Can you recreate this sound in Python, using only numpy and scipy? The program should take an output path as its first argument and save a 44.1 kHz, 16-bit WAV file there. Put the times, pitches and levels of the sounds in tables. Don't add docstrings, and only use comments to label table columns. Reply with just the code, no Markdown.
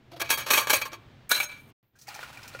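import sys
import numpy as np
from scipy import signal
from scipy.fft import rfft, irfft, next_fast_len
from scipy.io import wavfile
from scipy.ndimage import uniform_filter1d

SR = 44100
rng = np.random.default_rng(int(sys.argv[2]) if len(sys.argv) > 2 else 0)


def to_wav(sig):
    pcm = np.clip(np.atleast_2d(sig), -1, 1) * 32767
    pcm = np.round(pcm).astype(np.int16)
    wavfile.write(sys.argv[1], SR, pcm.T)


def makeup_ratio(level_db):
    decades = np.asarray(level_db, float) / 20
    return 10 ** decades


N = 114660

ROOM_T60_S, ROOM_TREBLE_T60_S, ROOM_DB = 0.53, 0.15, -19
CUT_S, BACK_S, CUT_FALL_S, CUT_DB = 1.722, 1.829, 0.0022, -52
TOP_HZ = 15650

# frequency [Hz], density [dB per Hz].
HUM_SPECTRUM = [(25, -14), (70, -7.5), (125, 2.5), (175, -10), (240, -8.5), (500, -17), (3500, -26.5),
                (10000, -50.5)]
# time [s], gain [dB].
HUM_GAIN = [(0, 1), (.3, 7.5), (1.25, 6.5), (1.32, 1.5), (1.7, 6), (1.83, -10.5), (1.92, -16), (1.95, -6.5),
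            (2.2, 2.5), (2.6, 8)]
# frequency [Hz], density [dB per Hz].
MIC_HISS_SPECTRUM = [(9000, -30), (12000, -5.5), (14000, 2), (16000, 0)]
HUM_DB, MIC_HISS_DB = -59.5, -85.5

# time [s], level [dB].
STREAM = [
    (1.93, -93),
    (2.055, -77.5),
    (2.08, -54),
    (2.24, -48),
    (2.3, -55),
    (2.6, -54),
]
# frequency [Hz], density [dB per Hz].
FIZZ_SPECTRUM = [(250, -49), (557, -4.5), (1420, 0.5), (1760, -3.5), (2400, 0), (3280, -5), (11500, -19.5),
                 (15000, -18)]
# start [s], level [dB], bubble pitch [Hz], decay [s], spray [dB].
SPLASHES = [(1.953, -57, 1553, 0.027, -10), (1.986, -63, 5870, 0.016, 8.5), (2.011, -50, 5680, 0.021, -1.5),
            (2.069, -46, 2130, 0.013, -3.5), (2.08, -34.5, 768, 0.009, -14),
            (2.086, -34.5, 4550, 0.0057, -18), (2.142, -37.5, 5620, 0.0045, -7),
            (2.148, -36, 2290, 0.0058, -8.5), (2.158, -34.5, 800, 0.011, -14),
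            (2.19, -26.5, 770, 0.0051, -33), (2.19, -28.5, 1470, 0.0027, -30),
            (2.228, -25, 1420, 0.0052, -21), (2.327, -42.5, 1455, 0.0093, -9.5),
            (2.371, -37.5, 2275, 0.0083, -14.5), (2.39, -43, 1420, .007, -26),
            (2.431, -41.5, 4970, .006, -7), (2.453, -38, 1420, .008, -18), (2.476, -42, 2430, .012, -0.5),
            (2.537, -39.5, 4220, 0.0036, -18), (2.547, -32.5, 510, 0.0088, -27),
            (2.547, -31, 1380, 0.0062, -28), (2.589, -36, 2260, 0.0043, -15.5),
            (2.592, -32.5, 1320, .006, -18)]
# pitch [Hz], level [dB], time to fall 60 dB [s].
JUG_MODES = [(820, -3, 0.056), (1420, -1.5, 0.06), (1890, -1, 0.022), (2420, 2.5, 0.014),
             (3120, -22, 0.045), (4240, -1, 0.024)]
JUG_DB, FIZZ_DB, FLICKER_DB, BUBBLE_DB, PLOP_DB = -11.5, 3, 1.8, -11, -0.5
GLIDE = 0.093

# start [s], length [s], level [dB], fade over its length [dB].
SLIDES = [
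    (0.203, 0.024, -43.5, -0.5),
    (0.303, 0.062, -26.5, -10.5),
    (0.374, 0.045, -35, -4.5),
    (0.508, 0.11, -25.5, -5),
    (.697, .02, -27.5, -4),
    (0.733, 0.041, -23.5, -5.5),
    (0.779, .11, -43.5, -10.5),
    (1.293, 0.041, -34, 2),
    (1.339, 0.11, -32, -6.5),
    (1.447, 0.26, -54, -17.5),
]
# frequency [Hz], density [dB per Hz].
RIM_SPECTRUM = [(3000, -30), (6000, -8), (9500, -4.5), (11300, -12), (13300, -3.5), (16000, -0.5)]
# pitch [Hz], width [Hz], level over the hiss [dB].
RIM_MODES = [(6500, 160, 8), (8450, 170, 5), (9920, 340, 4.5), (12260, 280, 2.5), (13600, 380, 5)]

# start [s], level [dB], favoured pitch [Hz], decay [s], rise [s].
PALM = [
    (.112, -32, 600, .012, 0.0086),
    (.13, -37.5, 700, .015, 0.0052),
    (.158, -30, 520, .012, 0.01),
    (.212, -22.5, 680, .015, 0.0052),
    (.92, -37, 340, .025, 0.0027),
]
# pitch [Hz], level [dB], time to fall 60 dB [s].
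JAR_MODES = [(340, -1.5, 0.09), (575, -10, .025), (680, -7, 0.1)]

# start [s], level [dB], favoured pitch [Hz], scrape decay [s], rise [s].
TWIST = [(.196, -18, 2230, 0.0078, 0.0084), (.214, -14.5, 2040, 0.005, 0.0043),
         (.236, -29.5, 2330, 0.022, 0.02), (.29, -20, 2330, 0.0033, 0.0045), (.301, -9, 2330, 0.01, 0.0032),
         (.322, -18, 2330, 0.013, 0.006), (.372, -20, 1610, 0.033, 0.0039),
         (.398, -34.5, 2510, 0.01, 0.0076), (.463, -20, 1650, 0.022, 0.0013),
         (.484, -24, 530, 0.011, 0.0045), (.503, -9.5, 1160, 0.019, 0.0023),
         (.533, -10, 2510, 0.026, 0.00093), (.566, -11.5, 1170, 0.0061, 0.02),
         (.592, -17.5, 1170, 0.027, 0.0076), (.67, -19.5, 1180, 0.021, 0.0027),
         (.695, -8.5, 1630, 0.011, 0.0083), (.728, -9.5, 2320, 0.0083, 0.007),
         (.752, -16.5, 2320, 0.019, 0.0038), (.81, -20, 2370, 0.01, 0.0073),
         (.85, -21.5, 1070, 0.01, 0.0072), (.916, -33, 1060, 0.0069, 0.0048),
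         (.929, -27.5, 1170, 0.014, 0.002)]
# start [s], level [dB], favoured pitch [Hz], scrape decay [s], rise [s].
DROP = [
    (1.292, -24.5, 2310, 0.019, 0.0082),
    (1.303, -11, 4030, 0.014, 0.016),
    (1.315, -7.5, 1490, 0.0037, 0.00033),
    (1.34, -15.5, 4030, 0.014, 0.018),
    (1.366, -22, 2330, 0.03, 0.0039),
    (1.399, -16.5, 2330, 0.011, 0.0021),
    (1.422, -20, 6460, 0.016, 0.0095),
    (1.485, -32.5, 2330, 0.016, 0.01),
    (1.515, -35.5, 2330, 0.036, 0.0035),
    (1.56, -49, 2330, 0.045, 0.0051),
]
# start [s], level [dB], favoured pitch [Hz].
THREAD_KNOCKS = [(0.2154, -16.5, 2080), (0.3036, -14, 2330), (0.3048, -9.5, 2330), (.328, -15, 2330),
                 (.339, -19, 4070), (0.5052, -12, 1160), (0.51, -11.5, 2330), (0.5141, -12, 1160),
                 (0.5348, -12, 1160), (0.5377, -11.5, 2520), (.575, -9, 1160), (0.5784, -7.5, 2520),
                 (.596, -17, 1160), (0.6716, -14.5, 1180), (0.6981, -13, 1640), (.705, -10.5, 1640),
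                 (.712, -13.5, 1080), (0.7314, -7, 600), (.735, -10.5, 2310), (.741, -11.5, 6480),
                 (0.8175, -21, 1160), (.821, -18.5, 2310), (0.9325, -27.5, 1150)]
# start [s], level [dB], favoured pitch [Hz].
COUNTER_KNOCKS = [
    (1.309, -16, 1490),
    (1.3159, -4, 1490),
    (1.32, -10, 1490),
    (1.347, -16.5, 4060),
    (1.352, -15, 4025),
    (1.377, -20, 2330),
    (1.4019, -13.5, 2330),
    (1.4054, -13.5, 2330),
    (1.432, -20.5, 6480),
]
# pitch [Hz], level [dB], time to fall 60 dB [s].
LID_HELD_MODES = [(552, -14.5, 0.18), (616.4, -7.5, 0.055), (909, -8.5, 0.12), (1080, -8, 0.066),
                  (1168, -7.5, .08), (1647, -6, 0.064), (2210, -16.5, .03), (2314, -4, 0.07),
                  (2503, -6, .08), (3263, -7.5, 0.091), (3780, -13.5, 0.11), (4080, -8, 0.16),
                  (4525, -8, 0.13), (6480, -4.5, 0.039)]
# pitch [Hz], level [dB], time to fall 60 dB [s].
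LID_FREE_MODES = [(600, -13, 0.19), (916, -20, .2), (1490, -4.5, 0.052), (1674, -7.5, 0.0787),
                  (2330, 0, 0.067), (2535, -10, .1), (2790, -15, 0.083), (3776, -15.5, 0.26),
                  (4032, -1, 0.087), (4473, -22.5, .06), (5440, -10, 0.078), (6490, -5.5, .08),
                  (8550, -11.5, 0.0577), (10250, -11.5, .05)]
# frequency [Hz], density [dB per Hz].
GRIT_SPECTRUM = [(150, -50), (450, -16.5), (1200, 0.5), (2400, -3.5), (4300, -1.5), (8000, -6),
                 (13000, -3.5), (16000, -12)]
# frequency [Hz], width [Hz], depth [0-1].
NOTCHES = [(5150, 330, .97), (10750, 450, .85), (14750, 350, .8)]
# start [s], end [s].
FLAT_SPANS = [
    (.51, .69),
    (1.33, BACK_S),
]

HELD_DB, FREE_DB, HELD_GRIT_DB, FREE_GRIT_DB = -9, -12, -9.5, -12.5
FAVOUR_DB_PER_OCT, LUCK_DB = 10.5, 1
CHATTER_PER_S, CHATTER_DB = 8000, 3
WANDER = 0.003
SUSTAIN, STOP_DECAYS = 1.5, 2.6
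RIPPLE_DB, RIPPLE_HZ = 3, 170
SOFT_DULL = 0.45
KNOCK_RING_DB, CRACK_DB, CRACK_S = 24.5, -1.5, 0.00073


def unit(x):
    return x / np.sqrt(np.mean(x ** 2) + 1e-20)


def noise():
    return rng.standard_normal(N)


def curve(rows):
    return np.interp(np.arange(N) / SR, *np.array(rows).T[:2])


def colour(x, points):
    hz, db = np.array(points).T
    size = next_fast_len(N)
    f = np.maximum(np.arange(size // 2 + 1) * SR / size, 1)
    gain = makeup_ratio(np.interp(np.log(f), np.log(hz), db))
    return irfft(rfft(x, size) * gain, size)[:N]


def resonate(x, hz, width):
    return signal.lfilter(*signal.iirpeak(hz, hz / width, SR), x)


def walk(rate):
    k = int(SR / rate)
    steps = np.repeat(rng.standard_normal(N // k + 1), k)
    return unit(uniform_filter1d(uniform_filter1d(steps, k), k)[:N])


def chatter(per_s, spread_db):
    when, sign, size = rng.random((3, N))
    hits = (when < per_s / SR) * np.sign(sign - 0.5)
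    return unit(hits * makeup_ratio(-spread_db * np.log(size + 0.02)))


def ring(x, hz, t60):
    r = np.exp(-np.log(1000) / (t60 * SR))
    turn = np.exp(2j * np.pi * hz / SR * np.cumsum(1 + WANDER * walk(25)))
    return np.imag(turn * signal.lfilter([np.sqrt(4 * (1 - r))], [1, -r], x / turn))


def bursts(rows, rise):
    u = np.maximum(np.arange(N) / SR - rows[:, :1], 0)
    late = np.maximum(u - rise, 0) / np.maximum(rows[:, 3:4], 1e-3)
    onset = np.sin(np.pi / 2 * np.minimum(u / rise, 1)) ** 2
    return makeup_ratio(rows[:, 1:2]) * onset * np.exp(-late / SUSTAIN - (late / STOP_DECAYS) ** 4)


def struck(rows, modes, rise, force, knocks=()):
    modes, env, count = np.array(modes), bursts(rows, rise), len(rows)
    favoured = np.array([row[2] for row in [*rows, *knocks]])
    octaves = np.abs(np.log2(modes[:, 0] / favoured[:, None]))
    loss_db = FAVOUR_DB_PER_OCT * np.sqrt(np.minimum(octaves, 2))
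    share = makeup_ratio(modes[:, 1] - loss_db + LUCK_DB * rng.standard_normal(octaves.shape))
    drives = share[:count].T @ env * force
    for (s, db, _), part in zip(knocks, share[count:]):
        drives[:, int(s * SR)] += makeup_ratio(db + KNOCK_RING_DB) * part
    tone = sum(ring(drive, hz, t60) for drive, (hz, _, t60) in zip(drives, modes))
    return tone, env


def kitchen():
    hum = unit(colour(noise(), HUM_SPECTRUM))
    hum = hum * makeup_ratio(HUM_DB + curve(HUM_GAIN) + 0.53 * walk(8.9))
    hiss = unit(colour(noise(), MIC_HISS_SPECTRUM))
    return hum + hiss * makeup_ratio(MIC_HISS_DB + 3.5 * walk(12))


def room(x):
    u = np.arange(SR // 2) / SR
    low, high = rng.standard_normal((2, len(u)))
    low = unit(uniform_filter1d(low, size=8)) * makeup_ratio(-60 * u / ROOM_T60_S)
    high = np.diff(high, prepend=0) * makeup_ratio(5.5 - 60 * u / ROOM_TREBLE_T60_S)
    tail = (low + high) * np.minimum(u / 0.0024, 1)
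    return signal.fftconvolve(x, tail / np.sqrt(np.sum(tail ** 2)))[:N]


def add_bubble(track, start, hz, tau, size, rise=1):
    u = np.arange(int(6 * tau * SR)) / SR
    tone = size * np.exp(-u / tau) * np.sin(2 * np.pi * hz * (u + GLIDE * u * u / (4 * tau)))
    i = int(start * SR)
    track[i:i + len(tone)] += tone * np.minimum(np.arange(len(tone)) / rise, 1)


def small_bubbles():
    track = np.zeros(N + SR)
    for when, pitch, size in rng.random((400, 3)):
        hz = 500 * 2 ** (2.96 * pitch)
        add_bubble(track, 1.5 + when, hz, 3.6 / hz, makeup_ratio(-6 * np.log(size + 0.012)))
    return unit(track[:N])


def splashes():
    rows, plops = np.array(SPLASHES), np.zeros(N + SR)
    for s, db, hz, tau, _ in SPLASHES:
        add_bubble(plops, s + 0.000997, hz, 0.68 * tau, makeup_ratio(db), rise=60)
    jug, env = struck(rows, JUG_MODES, 0.28 * rows[:, 3:4], noise())
    spray = unit(colour(noise(), [(1500, -19), (5500, 4), (12000, -8), (16000, -1)]))
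    return makeup_ratio(PLOP_DB) * plops[:N] + makeup_ratio(JUG_DB) * jug + (makeup_ratio(rows[:, 4]) @ env) * spray


def pour():
    flow = makeup_ratio(curve(STREAM)) * (np.arange(N) / SR > 1.93)
    fizz = unit(colour(noise() + chatter(1500, 2.8), FIZZ_SPECTRUM))
    fizz = fizz * makeup_ratio(FIZZ_DB + FLICKER_DB * walk(60))
    steady = struck(np.array([(1.9, 0, 1600, 100)]), JUG_MODES, 0.004, chatter(900, 2.9))[0]
    return flow * (fizz + makeup_ratio(BUBBLE_DB) * small_bubbles() + makeup_ratio(-7.5) * steady) + splashes()


def slide():
    t, env = np.arange(N) / SR, np.zeros(N)
    for s, length, db, fade_db in SLIDES:
        env += ((t > s) & (t < s + length)) * makeup_ratio(db + fade_db * np.clip((t - s) / length, 0, 1))
    hiss = unit(colour(noise() + 0.32 * chatter(3000, 3.5), RIM_SPECTRUM))
    hiss = uniform_filter1d(env, size=90) * hiss * makeup_ratio(2 * walk(120))
    modes = sum(makeup_ratio(db + 2.3 * walk(30)) * resonate(hiss, hz, width) for hz, width, db in RIM_MODES)
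    return 0.69 * hiss + modes


def notched(x):
    for hz, width, depth in [*NOTCHES, NOTCHES[0]]:
        x = x - depth * resonate(x, hz, width)
    return x


def lid_flat():
    t = np.arange(N) / SR
    flat = sum(1.0 * ((t > start) & (t < end)) for start, end in FLAT_SPANS)
    return uniform_filter1d(flat, size=800)


def grit_noise(force):
    bands = np.arange(100, SR / 2, RIPPLE_HZ)
    ripple = np.array([bands, RIPPLE_DB * rng.standard_normal(len(bands))]).T
    grit = colour(0.11 * force + noise(), ripple)
    return unit(colour(grit, GRIT_SPECTRUM)) * makeup_ratio(0.4 * walk(150))


def contacts(rows, modes, ring_db, grit_db, knocks=()):
    rows, force = np.array(rows), chatter(CHATTER_PER_S, CHATTER_DB)
    tone, env = struck(rows, modes, rows[:, 4:], force, knocks)
    grit = grit_noise(force)
    low = signal.lfilter(*signal.butter(2, 5000, fs=SR), grit)
    high = grit - low
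    brightness = np.minimum(makeup_ratio(SOFT_DULL * (rows[:, 1] + 6.5)), 1)
    scrape = env.sum(0) * low + uniform_filter1d(brightness @ env, size=300) * high
    crack = np.zeros(N)
    for s, db, _ in knocks:
        crack[int(s * SR)] = makeup_ratio(db + grit_db + CRACK_DB)
    crack = signal.lfilter([1], [1, -np.exp(-1 / (CRACK_S * SR))], crack)
    return makeup_ratio(ring_db) * tone + makeup_ratio(grit_db) * scrape + (low + 0.71 * high) * crack


def lid():
    twisted = contacts(TWIST, LID_HELD_MODES, HELD_DB, HELD_GRIT_DB, THREAD_KNOCKS)
    dropped = contacts(DROP, LID_FREE_MODES, FREE_DB, FREE_GRIT_DB, COUNTER_KNOCKS)
    return twisted + dropped


def scene():
    palm = contacts(PALM, JAR_MODES, -5.5, -13.5)
    near = lid() + slide() + palm + pour()
    near = signal.sosfilt(signal.butter(3, 280, "high", fs=SR, output="sos"), near)
    near = near + makeup_ratio(ROOM_DB) * room(near)
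    near = near + lid_flat() * (notched(near) - near)
    return (near + kitchen())[None]


def low_pass(x):
    return signal.sosfilt(signal.butter(12, 16470, fs=SR, output="sos"), x)


def record(dry):
    t = np.arange(N) / SR
    mix = signal.sosfilt(signal.ellip(8, 0.3, 70, TOP_HZ, fs=SR, output="sos"), dry)
    gate = np.where(t < BACK_S, np.exp(-np.maximum(t - CUT_S, 0) / CUT_FALL_S), 1)
    mix = mix * np.maximum(gate, makeup_ratio(CUT_DB))
    return low_pass(mix)


dry = scene()
out = record(dry)
to_wav(out)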